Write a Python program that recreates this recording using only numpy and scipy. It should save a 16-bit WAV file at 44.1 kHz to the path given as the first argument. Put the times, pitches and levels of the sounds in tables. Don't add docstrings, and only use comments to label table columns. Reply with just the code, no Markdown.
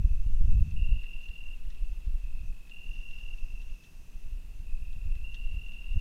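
import sys
import numpy as np
from scipy import signal
from scipy.fft import rfft, irfft
from scipy.io import wavfile
from scipy.ndimage import uniform_filter1d

SR = 44100
rng = np.random.default_rng(int(sys.argv[2]) if len(sys.argv) > 2 else 0)


def file_out(sig):
    cols = np.atleast_2d(sig).T
    lim = np.clip(cols, -1, 1)
    pcm = np.round(lim * 32767).astype(np.int16)
    wavfile.write(sys.argv[1], SR, pcm)


def natural_amplitude(level_db):
    exponent = np.asarray(level_db, float) / 20
    return 10 ** exponent


N = 264931

# (time [s], slow part [dB rms], fast part [dB re slow part])
WIND = [(0, -24.5, -5.5), (.22, -24.5, -21), (.42, -19, -17), (.56, -20, -3), (.63, -19, -7.5),
        (.72, -25.5, -7.5), (.9, -21, -10.5), (1, -27, -21), (1.1, -32, -30.5), (1.45, -36.5, -27),
        (1.9, -28, -28), (2.3, -29.5, -28.5), (2.46, -27.5, -19), (2.6, -40.5, -24.5), (3, -35.5, -23),
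        (3.7, -31.5, -24.5), (3.86, -48.5, -14), (4.15, -35, -24.5), (4.6, -31.5, -25.5), (5.1, -28.5, -14),
        (5.42, -32.5, -23.5), (5.58, -26, -21), (5.82, -39, -28), (5.93, -23, -17), (6, -28.5, -8.5)]
# (frequency [Hz], relative density [dB])
SLOW_SPECTRUM = [(2.4, -22), (4.0, 5.5), (23, 1), (34, -4.5), (60, -23), (78, -39.5), (130, -120)]
FAST_SPECTRUM = [(29, -33.5), (50, -5.5), (68, 0), (199, -21.5), (360, -54), (400, -92), (520, -57),
                 (880, -120)]
# (time of peak [s], peak [dB], Gaussian width [s])
BUFFETS = [(0.052, -10.5, 0.004), (0.115, -16, 0.0044), (0.265, -20, 0.0032), (0.37, -17, 0.0064),
           (0.451, -13.5, 0.0041), (0.572, -13, 0.0039), (0.592, -19.5, 0.0024), (0.623, -11.5, 0.0047),
           (0.826, -12, 0.0047), (0.863, -17, 0.011), (0.926, -11, 0.0054), (1.3, -25.5, 0.0054),
           (1.681, -24, 0.0062), (1.83, -19, 0.0065), (1.923, -21.5, 0.0068), (1.981, -27, 0.006),
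           (2.076, -20, 0.004), (2.15, -17.5, 0.0063), (2.247, -23, 0.006), (2.411, -24.5, 0.006),
           (2.9, -24.5, 0.0061), (2.996, -25.5, 0.0066), (3.343, -25, 0.0081), (3.718, -25.5, 0.0081),
           (4.329, -26, 0.0048), (4.602, -29.5, 0.0036), (4.738, -18.5, 0.0088), (4.826, -24, 0.0055),
           (5.027, -26, 0.0057), (5.059, -23, 0.0037), (5.119, -17.5, 0.0075), (5.165, -26, 0.0039),
           (5.239, -24.5, 0.0062), (5.338, -26.5, 0.007), (5.461, -19, 0.0087), (5.546, -27, 0.003),
           (5.573, -23.5, 0.004), (5.915, -21.5, 0.0058)]
# (frequency [Hz], relative density [dB])
HISS_SPECTRUM = [(60, -9.5), (150, 21), (300, 9.5), (600, 2.5), (1500, -2), (4000, -4.5), (7000, -5.5),
                 (15500, -9.5), (22050, -41)]
# (approximate start [s], end [s], stroke rate [1/s], mean mid-stroke pitch [Hz], level [dB rms])
FAR_TRILLS = [(0.03, .2, 48, 2617, -65), (0.239, .46, 40, 2810, -71), (0.479, 1.269, 42.8, 2680, -62),
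              (0.761, 1.273, 36.3, 2708, -60), (1.313, 1.622, 32.7, 2655, -65.5),
              (1.58, 1.999, 34, 2814, -71), (1.722, 1.97, 41.3, 2664, -65.5), (2.022, 2.272, 41, 2693, -68),
              (2.24, 2.931, 46, 2600, -65), (2.278, 2.499, 36, 2723, -70), (2.953, 3.631, 42, 2698, -62),
              (3.36, 3.618, 41, 2698, -61), (3.381, 3.748, 50.3, 2819, -66),
              (3.646, 3.897, 44.6, 2672, -64.5), (3.902, 4.201, 44, 2586, -79),
              (4.216, 4.465, 43, 2826, -76), (4.233, 4.457, 42, 2662, -73),
              (4.491, 4.722, 42.4, 2700, -70.5), (4.668, 5.239, 37.5, 2590, -65),
              (4.821, 5.152, 36, 2716, -65.5), (5.115, 5.501, 41, 2720, -60.5),
              (5.506, 5.986, 45, 2690, -60.5)]
# (start [s], length [s], level [dB rms before fades])
RASP_BURSTS = [(0, .7, -77), (1.21, 0.063, -75), (1.43, 0.061, -79), (1.827, 0.15, -80.5),
               (2.213, .05, -77), (2.42, 0.081, -76), (2.84, 0.066, -79), (3.998, 0.35, -78.5),
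               (4.534, 0.1, -79), (5.303, 0.069, -75), (5.64, 0.077, -78), (5.93, 0.078, -77)]
# (start [s], peak [dB], mid pitch [Hz, approximate])
TICKS = [(.7, -61, 6200), (4.11, -64, 6100)]
# (time [s], mean click rate [1/s])
BUZZ_RATE = [(2.9, 206.5), (3.17, 200.3), (3.24, 212.8), (3.48, 214.5), (3.62, 211.3), (4.1, 203.5)]
# (time [s], level [dB rms])
BUZZ_LEVEL = [(2.88, -95), (2.91, -74.5), (3.2, -75.5), (3.8, -74.5), (4.03, -77), (4.1, -95)]
# (frequency [Hz], one-pass width [Hz], gain [dB])
WING_MODES = [(5150, 450, -3), (5700, 450, 0), (6350, 320, 0)]
# (time [s], level [dB rms])
RUSTLE_LEVEL = [(0, -79), (.9, -71.5), (2.68, -77), (3.11, -70.5), (4.5, -83.5), (5.95, -70.5)]
# (time [s], middle ring peak [dB], hollow ring [dB re middle], bright ring [dB re middle],
# initial ragged tail [dB re crack, before filtering])
SNAPS = [(1.0353, -51, 0, -22, -22), (1.0669, -60, -5, -18, -26), (1.2508, -61, -5, -9, -24),
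         (1.2863, -50.5, -9, -24, -23), (1.4669, -63, 4, -7, -28), (1.6535, -61, 2, -8, -26),
         (1.7031, -47, -10, -6, -22), (1.7463, -55, -10, -13, -18), (2.6691, -58, -5, -16, -24),
         (2.6904, -59, -3, -16, -26), (2.6964, -46, -12, -17, -26.5), (3.1111, -45, -17, -11, -37),
         (3.6161, -53.5, -10, -8, -17), (3.8365, -52, -12, -8, -16), (4.5926, -59, -7, -6, -26),
         (4.9296, -48, -15, -17, -28), (5.1533, -52, -3.5, -11, -24), (5.3448, -38, -17, -14, -23)]
# (frequency [Hz], one-pass width [Hz])
STALK_MODES = [(2030, 650), (3300, 1800), (5200, 2000)]
# (nominal first stroke [s], strokes [count], first gap [s],
# gap growth per stroke [s], mean direct stroke peak [dB])
NEAR_TRILLS = [(.7594, 32, .02417, .0000354, -45.4), (2.7061, 26, .02429, .0000322, -45.8),
               (5.2364, 32, .02443, .0000201, -45.7)]
# (delay [s], signed gain [ratio])
CLOSE_ECHOES = [(0, 1), (.0053, -1.316), (.01095, .302)]


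def evened(x):
    return x / np.sqrt(np.mean(x ** 2) + 1e-20)


def curve(rows, column=1):
    rows = np.array(rows)
    return np.interp(np.arange(N) / SR, rows[:, 0], rows[:, column])


def add(mix, start_s, sound):
    part = mix[round(start_s * SR):][:len(sound)]
    part += sound[:len(part)]


def coloured(x, spectrum):
    table_hz, table_db = np.transpose(spectrum)
    hz = np.fft.rfftfreq(len(x), 1 / SR)
    gain_db = np.interp(np.log(hz + 1), np.log(table_hz + 1), table_db)
    return evened(irfft(rfft(x) * natural_amplitude(gain_db), len(x)))


def resonate(x, hz, width_hz):
    b, a = signal.iirpeak(hz, hz / width_hz, SR)
    return signal.lfilter(b, a, signal.lfilter(b, a, x))


def bushes(x, t60_s):
    t = np.arange(SR // 4) / SR
    taps = rng.standard_normal(len(t)) * (rng.random(len(t)) < .05) * natural_amplitude(-60 * t / t60_s)
    return signal.oaconvolve(x, taps / np.linalg.norm(taps))[:len(x)]


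def stroke(start_hz, fall_hz, length_s, lean=1.43):
    u = np.arange(round(length_s * SR)) / (length_s * SR)
    cycles = length_s * (start_hz * u - fall_hz * u ** 2 / 2) + rng.random()
    return np.sin(np.pi * u ** lean) ** 2 * np.sin(2 * np.pi * cycles)


def hiss():
    return natural_amplitude(-63) * coloured(rng.standard_normal(N), HISS_SPECTRUM)


def buffet(out, peak_s, peak_db, width_s):
    pull_width = 2.91
    crest_share, crest_width = .15, .36
    near = slice(max(round((peak_s - .1) * SR), 0), round((peak_s + .1) * SR))
    u = (np.arange(N)[near] / SR - peak_s) / width_s
    push = pull_width * np.exp(-u ** 2 / 2)
    pull = np.exp(-(u / pull_width) ** 2 / 2)
    body = (push - pull) / (pull_width - 1)
    crest = np.exp(-(u / crest_width) ** 2 / 2)
    out[near] *= 1 - .8 * np.exp(-u ** 2 / 12)
    out[near] += natural_amplitude(peak_db) * (crest_share * crest + (1 - crest_share) * body)


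def wind():
    lump_rate_hz = 60
    lumps = natural_amplitude(3.47 * np.minimum(rng.exponential(1, N), 3)) * (rng.random(N) < lump_rate_hz / SR)
    lumps -= lumps.mean()
    slow = coloured(lumps, SLOW_SPECTRUM) + .77 * coloured(rng.standard_normal(N), SLOW_SPECTRUM)
    fast = coloured(lumps, FAST_SPECTRUM) + .46 * coloured(rng.standard_normal(N), FAST_SPECTRUM)
    slow_db = curve(WIND)
    fast_db = slow_db + curve(WIND, column=2)
    out = natural_amplitude(slow_db) * evened(slow) + natural_amplitude(fast_db) * evened(fast)
    for peak_s, peak_db, width_s in BUFFETS:
        buffet(out, peak_s, peak_db, width_s)
    return out


def far_crickets():
    fall_hz, stroke_s = 217, .01795
    out = np.zeros(N)
    for start_s, end_s, rate_hz, mid_hz, level_db in FAR_TRILLS:
        length_s = end_s - start_s
        trill = np.zeros(round((length_s + .2) * SR))
        for at_s in np.arange(0, length_s, 1 / rate_hz):
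            jitter, loudness, pitch = rng.standard_normal(3)
            start_hz = mid_hz + fall_hz / 2 + 8 * pitch
            closure = stroke(start_hz, fall_hz, stroke_s, lean=1.4)
            add(trill, .0027 + at_s + .0005 * jitter, natural_amplitude(1.1 * loudness) * closure)
        trill += natural_amplitude(-4) * bushes(trill, t60_s=.09)
        rms = np.sqrt(np.sum(trill ** 2) / (length_s * SR))
        add(out, start_s - .011, natural_amplitude(level_db) * trill / rms)
    chorus = resonate(rng.standard_normal(N), hz=2670, width_hz=320)
    return out + natural_amplitude(-70) * evened(chorus)


def click_turns():
    waver = evened(uniform_filter1d(rng.standard_normal(N), size=900))
    return np.cumsum(curve(BUZZ_RATE) * (1 + .004 * waver)) / SR


def rasping_insect(turns):
    out = np.zeros(N)
    noise = resonate(rng.standard_normal(N), hz=6180, width_hz=660)
    rasp = evened((1 + .5 * np.cos(2 * np.pi * turns)) * noise)
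    for start_s, length_s, level_db in RASP_BURSTS:
        part = rasp[round(start_s * SR):][:round(length_s * SR)]
        fades = signal.windows.tukey(len(part), min(.023 / length_s, 1))
        add(out, start_s, natural_amplitude(level_db) * part * fades)
    for start_s, peak_db, hz in TICKS:
        add(out, start_s, natural_amplitude(peak_db) * stroke(hz + 100, fall_hz=130, length_s=.013))
    return out


def katydid(turns):
    clicks = sum(np.cos(2 * np.pi * k * turns) for k in range(22, 35))
    drive = evened(clicks) + .9 * rng.standard_normal(N)
    wing = sum(natural_amplitude(gain_db) * resonate(drive, hz, width_hz) for hz, width_hz, gain_db in WING_MODES)
    return natural_amplitude(curve(BUZZ_LEVEL)) * evened(wing)


def rustle():
    grain_rate_hz = 500
    grains = rng.standard_normal(N) * natural_amplitude(2.8 * np.minimum(rng.exponential(1, N), 3.6))
    grains *= rng.random(N) < grain_rate_hz / SR
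    dry_grass = resonate(bushes(grains, t60_s=.066), hz=3060, width_hz=1600)
    return natural_amplitude(curve(RUSTLE_LEVEL)) * evened(dry_grass)


def stalk_snaps():
    out, t = np.zeros(N), np.arange(2600) / SR
    grass_lowpass = signal.butter(4, 6500, fs=SR, output="sos")
    for start_s, peak_db, hollow_db, bright_db, tail_db in SNAPS:
        crack = rng.standard_normal(len(t)) * natural_amplitude(tail_db - 60 * t / .09)
        crack[0] = 1
        crack = signal.sosfilt(grass_lowpass, crack)
        for (hz, width_hz), mode_db in zip(STALK_MODES, (hollow_db, 0, bright_db)):
            ring = resonate(crack, hz, width_hz)
            add(out, start_s, natural_amplitude(peak_db + mode_db) * ring / abs(ring).max())
    return out


def near_cricket():
    stroke_s, start_hz, fall_hz = .0165, 2861, 117
    direct, out = np.zeros(N), np.zeros(N)
    for first_s, count, gap_s, growth_s, level_db in NEAR_TRILLS:
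        k = np.arange(count)
        times_s = first_s + gap_s * k + growth_s * k * (k - 1) / 2
        for at_s in times_s:
            jitter, loudness, pitch = rng.standard_normal(3)
            closure = stroke(start_hz * (1 + .002 * pitch), fall_hz, stroke_s)
            add(direct, at_s + .0005 * jitter, natural_amplitude(level_db + .9 * loudness) * closure)
    for delay_s, gain in CLOSE_ECHOES:
        add(out, delay_s, gain * direct)
    return out + natural_amplitude(-13) * bushes(direct, t60_s=.09)


def scene():
    turns = click_turns()
    insects = far_crickets() + rasping_insect(turns) + katydid(turns)
    mix = wind() + insects + rustle() + stalk_snaps() + near_cricket()
    return mix[None]


def roll_off(x):
    return signal.sosfilt(signal.butter(12, 15630, fs=SR, output="sos"), x)


def record(dry):
    mix = dry + hiss()
    return roll_off(mix)


dry = scene()
out = record(dry)
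file_out(out)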